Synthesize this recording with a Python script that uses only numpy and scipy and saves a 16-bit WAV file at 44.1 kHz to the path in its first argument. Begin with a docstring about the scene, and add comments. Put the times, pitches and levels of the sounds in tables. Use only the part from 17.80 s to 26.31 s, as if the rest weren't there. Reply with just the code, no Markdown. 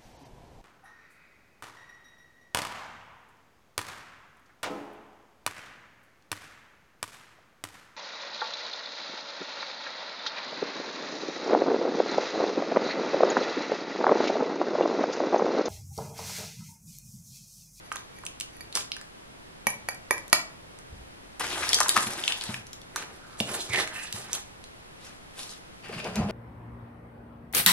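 """Nuts shaken from a china bowl

Chopped nuts fall over batter in a paper-lined tin; the bowl, a bank of damped modes, is tapped empty.
Hands gather the paper (grains, noise bursts), slide and lift the tin off a wooden worktop (squeak, thuds),
and an oven door is pulled open in jerks (grating hinge, panel resonances).
A small hard kitchen adds decaying-noise tails and steady air, through two close ports, widened."""
import sys
import numpy as np
from scipy import signal
from scipy.fft import rfft, irfft
from scipy.io import wavfile

SR = 44100
rng = np.random.default_rng(int(sys.argv[2]) if len(sys.argv) > 2 else 0)


def generate_wav(signal):
    """Clip the signal to [-1, 1] and save it as 16-bit WAV at the path in sys.argv[1]."""
    frames = np.transpose(np.atleast_2d(signal))
    scaled = np.clip(frames, -1, 1) * 32767
    pcm = np.round(scaled).astype(np.int16)
    wavfile.write(sys.argv[1], SR, pcm)


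N = 375278


def amp(db):
    """Decibels to gain."""
    return 10 ** (np.asarray(db) / 20)


def rms_one(x):
    """Scale to unit rms."""
    return x / np.sqrt(np.mean(x ** 2) + 1e-20)


def in_time(rows, outside=-120.):
    """Interpolate each column sample by sample; `outside` beyond the span."""
    s, *columns = np.transpose(rows)
    return np.array([np.interp(np.arange(N) / SR, s, c, outside, outside) for c in columns])


def at_hz(points, hz):
    """Table value on a log-frequency axis."""
    table = np.array(points)
    return np.interp(np.log(hz + 1), np.log(table[:, 0]), table[:, 1])


def shaped(x, spectrum):
    """Colour a signal by a spectrum; rms 1."""
    gain = amp(at_hz(spectrum, np.fft.rfftfreq(N, 1 / SR)))
    return rms_one(irfft(rfft(x) * gain, N))


def band_pass(x, edges_hz):
    """Second-order Butterworth band."""
    return signal.sosfilt(signal.butter(2, edges_hz, "band", fs=SR, output="sos"), x)


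def resonance(x, hz, width_hz):
    """Two-pole peak with gain 1 on top."""
    r = np.exp(-np.pi * width_hz / SR)
    poles = [1, -2 * r * np.cos(2 * np.pi * hz / SR), r * r]
    return signal.lfilter([(1 - r * r) / 2, 0, (r * r - 1) / 2], poles, x)


def ring(force, hz, t60_s):
    """Damped mode: a unit click starts a sine of height 1."""
    r, w = amp(-60 / (t60_s * SR)), 2 * np.pi * hz / SR
    return signal.lfilter([0, np.sin(w)], [1, -2 * r * np.cos(w), r * r], force + 1e-18)


def drift(cutoff_hz):
    """Low-passed noise, rms 1."""
    low_pass = signal.butter(2, cutoff_hz, fs=SR, output="sos")
    return rms_one(signal.sosfilt(low_pass, rng.standard_normal(N)))


def grains(per_s, spread_db):
    """Noise with random ticks of very uneven size; rms 1."""
    sizes = amp(spread_db * np.minimum(rng.exponential(1, N), 4))
    ticks = (rng.random(N) < per_s / SR) * sizes
    envelope = signal.lfilter([1], [1, -.93], ticks + 0.14)
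    return rms_one(envelope * rng.standard_normal(N))


SWELL_DROP_DB = 20   # lost over the swell and over the fade


def swells(peak_s, level_db, swell_s, fade_s):
    """Gain of events rising and falling straight in decibels; powers add."""
    t, power = np.arange(N) / SR, 0
    for at, db, up, down in np.broadcast(peak_s, level_db, swell_s, fade_s):
        distance = np.maximum((at - t) / max(up, .002), (t - at) / max(down, .002))
        power = power + amp(2 * (db - SWELL_DROP_DB * distance))
    return np.sqrt(power)


EDGE_T60_S = 0.009


def burst(centre_hz, treble_db, t60_s, share=0.39, edge_hz=None):
    """A crack: dying noise in a steep-sided resonance plus a short bright edge; peak 1."""
    t = np.arange(3000) / SR
    onset = np.minimum(t / .0003, 1)
    noise = rng.standard_normal((2, len(t))) * amp(-60 * t / [[t60_s], [EDGE_T60_S]]) * onset
    body = resonance(noise[0], centre_hz, share * centre_hz)
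    body = resonance(body, centre_hz, 1.37 * centre_hz)
    edge = band_pass(noise[1], edge_hz or [rng.uniform(2000, 5000), 11000])
    both = rms_one(body) + amp(treble_db) * rms_one(edge)
    return both / np.abs(both).max()


def add(out, s, sound):
    """Mix a short sound in at a time."""
    i = round(s * SR)
    out[i:i + len(sound)] += sound[:N - i]


# bowl struck: start_s, peak_db, ring_over_peak_db, crack_treble_over_body_db, rim_mode_offset_db
BOWL_TAPS = [(0.386, -60.5, 10, -20, 0), (0.767, -66.5, 14, 6, -4), (0.8079, -40.5, -4.5, 13, 18),
             (1.869, -14, -10.5, -8.5, -3), (2.087, -19.5, -13, -10, 11.5), (2.3086, -12, -10, -12, -10),
             (2.529, -1, -18, 1.5, 2)]
# china bowl modes: pitch_hz, level_db, t60_s
BOWL_MODES = [(1911, 6, 0.032), (1910, -22, 0.38), (2302, 5.5, 0.033), (2310, -29, 0.43),
              (4584, -10.5, 0.047), (572, -10, 0.06), (6100, -8, 0.022), (6820, -5, 0.026),
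              (8900, -11, 0.023), (10020, -4, 0.024), (10870, 3, 0.03), (11150, -6, 0.02)]
# loose nuts slide over the china: peak_s
SHAKES = [0.07, 0.2, 0.37, 0.75]
SLIDING_WIDTH_HZ, SLIDING_DB, SLIDING_SWELL_S = 38, -65.5, 0.076
RIM_MODE = 4   # row that depends most on where the bowl is struck
SLIDING_MODES = (1, 3, RIM_MODE, 6, 10)   # rows excited by sliding nuts


def bowl():
    """Taps crack and strike each mode with its own strength; most modes die fast under the holding hand."""
    out, taps = np.zeros(N), np.array(BOWL_TAPS)
    at = (taps[:, 0] * SR).astype(int)
    for s, peak_db, _, treble_db, _ in BOWL_TAPS:
        knock = burst(730, treble_db, 0.0096, share=1.0, edge_hz=[3000, 7500])   # short, broad knock
        add(out, s, amp(peak_db) * knock)
    shaken = swells(SHAKES, SLIDING_DB, SLIDING_SWELL_S, SLIDING_SWELL_S)
    for k, (hz, level_db, t60_s) in enumerate(BOWL_MODES):
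        if k in SLIDING_MODES:
            out += shaken * rms_one(resonance(rng.standard_normal(N), hz, SLIDING_WIDTH_HZ))
        strike_db = taps[:, 1] + taps[:, 2] + level_db + rng.normal(0, 2, len(at))
        if k == RIM_MODE:
            strike_db = strike_db + taps[:, 4]
        force = np.zeros(N)
        force[at] = amp(strike_db)
        out += ring(force, hz, t60_s)
    return out


# snaps of nuts, paper, tin and oven door: start_s, peak_db, centre_hz, treble_over_body_db
SNAP_EVENTS = [(0.117, -18, 1330, -27), (0.124, -28, 1310, 12), (0.158, -23.5, 1190, -4.5),
               (0.168, -30, 3460, -9), (0.436, -33.5, 1200, -18), (0.452, -29, 7140, -12),
               (0.465, -19.5, 2660, -1), (0.6, -23, 4640, 5), (0.609, -19, 2680, 0), (0.953, -12, 4600, -5),
               (0.926, -29, 3430, -11), (0.972, -18.5, 1110, -1), (1.118, -17.5, 3320, -20),
               (1.166, -26.5, 1400, -4.5), (1.213, -30, 1600, -1.5), (1.903, -22, 9000, -22),
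               (2.146, -34, 9000, -2), (2.38, -27, 1880, -2), (2.48, -34.5, 8100, 2), (2.499, -36, 6000, 2),
               (2.988, -36, 1210, 4), (3.608, -21, 810, -23), (3.779, -25, 2900, -9),
               (3.891, -11.5, 5500, -5), (3.931, -8.5, 3370, -7), (3.944, -6.5, 5500, -4),
               (3.949, -19, 6000, 5), (3.987, -16.5, 1230, -2), (4.003, -7, 950, 0.5),
               (4.012, -11.5, 1130, -21), (4.031, -16, 1440, 17), (4.06, -18.5, 1040, -26),
               (4.083, -15, 4000, 17), (4.092, -6.5, 3720, 2), (4.161, -17, 1110, -15),
               (4.165, -8, 1110, -13.5), (4.175, -8, 1140, -9), (4.224, -20, 1190, -6),
               (4.266, -27, 2500, 11), (4.438, -14.5, 3230, -33), (4.478, -11, 2930, -14),
               (4.522, -14, 3060, -24), (4.611, -19.5, 3800, -22), (4.638, -24, 1770, 9),
               (4.742, -21, 2120, -12), (4.868, -33.5, 6000, 17), (4.931, -29, 3480, 5),
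               (5.016, -35, 3450, -7.5), (5.16, -13.5, 1270, -1.5), (5.602, -12.5, 2780, -15),
               (5.607, -18.5, 577, -6.5), (5.933, -19.5, 2040, -7), (5.947, -19, 2220, -15),
               (5.959, -14.5, 2050, -12), (5.986, -21, 1950, -20), (6.075, -23.5, 1900, -6),
               (6.326, -20.5, 3420, -1), (6.531, -12, 5900, 1.5), (6.84, -34, 3970, -2),
               (7.693, -30, 4740, -16), (8.2, -27, 2460, -30), (8.244, -29, 4600, -17),
               (8.357, -22.5, 4300, 1)]
SNAP_CYCLES, SNAP_S = 19, 0.0045   # body t60: this many cycles plus this time


def snaps():
    """Single cracks, each with its own colour; low ones last longer."""
    out = np.zeros(N)
    for s, peak_db, hz, treble_db in SNAP_EVENTS:
        add(out, s, amp(peak_db) * burst(hz, treble_db, SNAP_S + SNAP_CYCLES / hz))
    return out


# hands gathering the paper: time_s, creasing_level_db
GATHERING = [(3.596, -31.5), (3.612, -36.5), (3.72, -38), (3.86, -36), (4.05, -41.5), (4.2, -35),
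             (4.34, -39.5), (4.47, -40.5), (4.72, -46.5), (4.81, -56.5)]
GATHER_TREBLE_DB = 0.5   # bright paper over tin body
# rustles of nuts on paper, tin on wood, hand on handle:
# peak_s, level_db, swell_s, fade_s, treble_over_body_db, panel_over_body_db
RUSTLES = [(0.959, -32.5, 0.012, 0.063, 3, -35), (5.168, -40.5, 0.028, 0.24, -6, -33),
           (5.745, -36.5, 0.15, 0.13, 4.5, -3), (6.001, -31, 0.12, 0.054, 2, -3),
           (6.19, -45, 0.29, 0.16, 0.5, -36), (6.388, -43.5, 0.13, 0.097, 1, -29),
           (6.552, -43, 0.17, 0.099, 1.5, -27), (7.25, -52.5, 0.074, 0.16, 2, -33),
           (7.599, -47.5, 0.066, 0.14, 6.5, -13), (7.705, -52.5, 0.028, 0.088, 7, -30)]
# oven door gives in jerks: peak_s, scrape_db, panel_ring_db, deep_boom_db
DOOR_JERKS = [(8.045, -45, -60, -52), (8.088, -46, -41, -40.5), (8.131, -42, -45, -38),
              (8.182, -40, -48, -56), (8.249, -39.5, -31, -36), (8.342, -49, -53, -50),
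              (8.362, -38, -32, -23), (8.41, -49, -31.5, -30), (8.495, -43, -30, -28)]
JERK_SWELL_S, SCRAPE_FADE_S, GRIT_FADE_S, GRIT_DB = 0.02, 0.076, 0.13, -8
RING_LAG_S, RING_FADE_S, BOOM_LAG_S, BOOM_FADE_S = 0.0088, 0.11, 0.038, 0.069


def efforts():
    """Hand and door motion as gains of tin body, bright paper, panel ring and deep boom."""
    gather = amp(in_time(GATHERING)[0])
    s, db, swell, fade, treble, panel_over = np.transpose(RUSTLES)
    at, scrape, panel, deep = np.transpose(DOOR_JERKS)
    body = gather + swells(s, db, swell, fade)
    body = body + swells(at, scrape, JERK_SWELL_S, SCRAPE_FADE_S)
    bright = gather * amp(GATHER_TREBLE_DB) + swells(s, db + treble, swell, fade)
    bright = bright + swells(at, scrape + GRIT_DB, JERK_SWELL_S, GRIT_FADE_S)
    mid = swells(s, db + panel_over, swell, fade)
    mid = mid + swells(at + RING_LAG_S, panel, JERK_SWELL_S + RING_LAG_S, RING_FADE_S)
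    low = swells(at + BOOM_LAG_S, deep, JERK_SWELL_S + BOOM_LAG_S, BOOM_FADE_S)
    return body, bright, mid, low


# tin body resonances: centre_hz, width_hz, level_db
TIN_BODY = [(324, 437, 17.5), (708, 640, 18), (1060, 1470, 17.5)]
# paper colouring: frequency_hz, gain_db
PAPER_SPECTRUM = [(1300, -51), (2300, -7.5), (3700, -5.5), (6900, -11.5), (10500, -12), (12500, -19.5)]


def rustle(body_gain, treble_gain):
    """Dense creases excite tin and paper; each part of the sheet crackles in its own patches."""
    creases = grains(900, 2.8) * amp(1.8 * drift(28.0))
    tin = 0
    for hz, width_hz, db in TIN_BODY:
        part = resonance(resonance(creases, hz, width_hz), hz, 2 * width_hz)
        tin = tin + amp(db + 2.8 * drift(23.5)) * part
    paper = 0
    for hz in np.geomspace(2500, 11000, 5):
        crinkles = (rng.random(N) < 40 / SR) * rng.standard_normal(N)   # lone, sharp; 40 per s in each band
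        crinkles = 5.6 * signal.lfilter([1], [1, -.97], crinkles) * rng.standard_normal(N)
        patches = amp(5.5 * drift(13.2)) * creases
        paper = paper + resonance(patches + crinkles, hz, 0.5 * hz)
    return body_gain * rms_one(tin) + treble_gain * shaped(paper, PAPER_SPECTRUM)


# stick-slip of the tin's edge, a faint slide then a squeak; each: time_s, pitch_hz, level_db
SQUEAK_GLIDES = [
    [(5.2, 1550, -63.5), (5.595, 1303, -50.5)],
    [(5.88, 2382, -55), (5.95, 2043, -26), (6.02, 1850, -35.5), (6.09, 1762, -49.5), (6.18, 1818, -39.5),
     (6.3, 1805, -55)],
]
PARTNER_FROM_S, PARTNER_RATIO = 6.12, 1.46


def squeak():
    """Stick-slip as gliding tones roughened by slow noise; a higher partner joins late."""
    out, late = 0, np.clip((np.arange(N) / SR - PARTNER_FROM_S) * 20, 0, 1)
    wobble = [drift(190), drift(190)]
    for rows in SQUEAK_GLIDES:
        hz, db = in_time(rows)
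        phase = 2 * np.pi * np.cumsum(np.maximum(hz, 0)) / SR
        main = wobble[0] * np.cos(phase)
        partner = 0.95 * late * wobble[1] * np.cos(PARTNER_RATIO * phase)
        out = out + amp(db + 2 * drift(38)) * (main + partner)
    return out


# thuds into the worktop: start_s, push_db, contact_s
WORKTOP_THUDS = [(1.867, -39.5, 0.0036), (4.171, -38.5, 0.0011), (4.266, -38.5, 0.0018),
                 (4.689, -29, 0.0053), (5.605, -31, 0.0016), (5.896, -24.5, 0.009), (6.339, -31.5, 0.0075)]
# wooden board modes: pitch_hz, level_db, t60_s
WORKTOP_MODES = [(124.7, -6, 1), (228, 12.5, 0.037), (570, -4, 0.26)]
DAMPED_AFTER_S, DAMPING_S = 0.073, 0.028   # then weight on the board stills it


def worktop():
    """Smooth pushes ring the board; a long contact reaches only its lowest mode."""
    board, t = np.zeros(N), np.arange(SR // 2) / SR
    stilled = np.exp(-np.maximum(t - DAMPED_AFTER_S, 0) / DAMPING_S)
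    for s, push_db, contact_s in WORKTOP_THUDS:
        push = np.hanning(max(int(contact_s * SR), 20))
        force = np.pad(amp(push_db) * push / push.sum(), (0, len(t) - len(push)))
        modes = sum(amp(db) * ring(force, hz, t60_s) for hz, db, t60_s in WORKTOP_MODES)
        add(board, s, stilled * modes)
    # a board radiates no slow push
    return signal.sosfilt(signal.butter(4, 90, "high", fs=SR, output="sos"), board)


# thin panel modes: centre_hz, width_hz, level_db
PANEL_MODES = [(120, 22, -11), (181, 94, -3.5), (432, 52, 2), (633, 34, -5)]


def rumble(mid_gain, low_gain):
    """Grainy noise shakes thin panels into their modes; ring and boom are split by band."""
    shake = grains(900, 2.0)
    panels = 0.55 * shake
    for hz, width_hz, db in PANEL_MODES:
        panels = panels + amp(db) * resonance(shake, hz, width_hz)
    boom = rms_one(band_pass(panels, [70, 250]))
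    panel_ring = rms_one(band_pass(panels, [250, 900]))
    return low_gain * boom + mid_gain * panel_ring


HINGE_HZ, HINGE_WIDTH_HZ, HINGE_DB = 2500, 800, -2   # level over the scrape
HINGE_UPPER_HZ = 4600   # thinner second ring


def hinge():
    """The hinge grates in coarse resonated grains at every jerk of the door."""
    at, scrape = np.transpose(DOOR_JERKS)[:2]
    grit = grains(150, 5.5)
    main = resonance(resonance(grit, HINGE_HZ, HINGE_WIDTH_HZ), HINGE_HZ, 2 * HINGE_WIDTH_HZ)
    upper = 0.52 * resonance(grit, HINGE_UPPER_HZ, HINGE_WIDTH_HZ / 2)
    return swells(at, scrape + HINGE_DB, JERK_SWELL_S, SCRAPE_FADE_S) * rms_one(main + upper)


# soft footfalls: peak_s, level_db, spread_s
FOOTFALLS = [(3.17, -46.5, 0.063), (3.83, -52, 0.2)]
FLOOR_HZ, FLOOR_WIDTH_HZ = 59.6, 42


def steps():
    """Weight shifting on the floor swells its low resonance."""
    t = np.arange(N) / SR
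    swell = sum(amp(db) * np.exp(-((t - s) / spread_s) ** 2) for s, db, spread_s in FOOTFALLS)
    boom = resonance(rng.standard_normal(N), FLOOR_HZ, FLOOR_WIDTH_HZ)
    return swell * rms_one(resonance(boom, FLOOR_HZ, 2 * FLOOR_WIDTH_HZ))


# room decay: frequency_hz, t60_s
KITCHEN_DECAY = [(125, 0.46), (500, 0.52), (2000, 0.32), (6000, 0.31), (12000, 0.17)]
KITCHEN_DB, KITCHEN_SIDE_DB = -10.5, 5   # tail level; further gain of its side part


def kitchen(x):
    """Centre and side reverberation: noise dying at the rate of each octave."""
    t, tail = np.arange(SR // 2) / SR, 0
    for low_hz in 60 * 2. ** np.arange(8):
        dying = amp(-60 * t / at_hz(KITCHEN_DECAY, 1.4 * low_hz))
        tail = tail + band_pass(rng.standard_normal((2, len(t))), [low_hz, 2 * low_hz]) * dying
    tail = tail * np.clip((t - .003) / 0.00021, 0, 1)   # first walls answer after 3 ms
    tail = tail / np.sqrt(np.sum(tail[0] ** 2))
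    return signal.fftconvolve(x[None], tail, axes=1)[:, :N] * amp(KITCHEN_DB)


# stereo width: frequency_hz, side_over_centre_db
PORT_WIDTH = [(60, -61), (300, -16), (1100, -7.5), (2500, 1), (6600, 3), (12000, 9)]


def between_ports(x, turn_rad):
    """The difference of two near ports grows with pitch and runs about a quarter cycle ahead."""
    hz = np.fft.rfftfreq(N, 1 / SR)
    lead_rad = np.pi / 2 + turn_rad * np.exp(-np.log((hz + 1) / 1300) ** 2 / 1.2)
    return irfft(rfft(x) * amp(at_hz(PORT_WIDTH, hz)) * np.exp(1j * lead_rad), N)


# steady room noise, centre then sides: frequency_hz, relative_level_db
AIR_CENTRE = [(20, -1.5), (128, -2.5), (1940, -15.5), (3240, -19), (7670, -28.5), (10600, -26),
              (12500, -33)]
AIR_SIDES = [(20, -19), (170, 3.5), (500, 3.5), (1940, -2.5), (4600, -9.5), (8100, -16), (10300, -14.5),
             (12500, -16)]
AIR_DB, AIR_SIDE_DB = -52.5, -49.5


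def air():
    """Steady room air: coloured noise, independent in centre and sides."""
    centre = amp(AIR_DB) * shaped(rng.standard_normal(N), AIR_CENTRE)
    sides = amp(AIR_SIDE_DB) * shaped(rng.standard_normal(N), AIR_SIDES)
    return centre, sides


# where the hands are: time_s, lean (-1 right to 1 left)
HAND_POSITIONS = [(0, -.75), (3.2, -.75), (3.6, .6), (5.0, .6), (5.4, -.75), (6.8, -.75), (7.1, .5),
                  (8.51, .5)]


def scene():
    """Near sounds, their room tail and the steady air, as left and right."""
    body, treble, ring_gain, boom_gain = efforts()
    near = bowl() + snaps() + rustle(body, treble) + squeak() + worktop()
    near = near + rumble(ring_gain, boom_gain) + hinge() + steps()
    lean = in_time(HAND_POSITIONS, 0)[0]
    wet = kitchen(near)
    air_centre, air_sides = air()
    mid = near + wet[0] + air_centre
    side = between_ports(lean * near + amp(KITCHEN_SIDE_DB) * wet[1], turn_rad=-0.9)
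    side = side + air_sides
    return np.array([mid + side, mid - side])


CUTOFF_HZ = 16000


def record(dry, order=6):
    """The sound is dull above 12 kHz and stops near 16 kHz; peaks clip."""
    soft = signal.sosfilt(signal.butter(order, 12000, fs=SR, output="sos"), dry)
    low_pass = signal.cheby2(12, 70, CUTOFF_HZ, fs=SR, output="sos")
    return signal.sosfilt(low_pass, np.clip(soft, -1, 1))


dry = scene()
out = record(dry)
generate_wav(out)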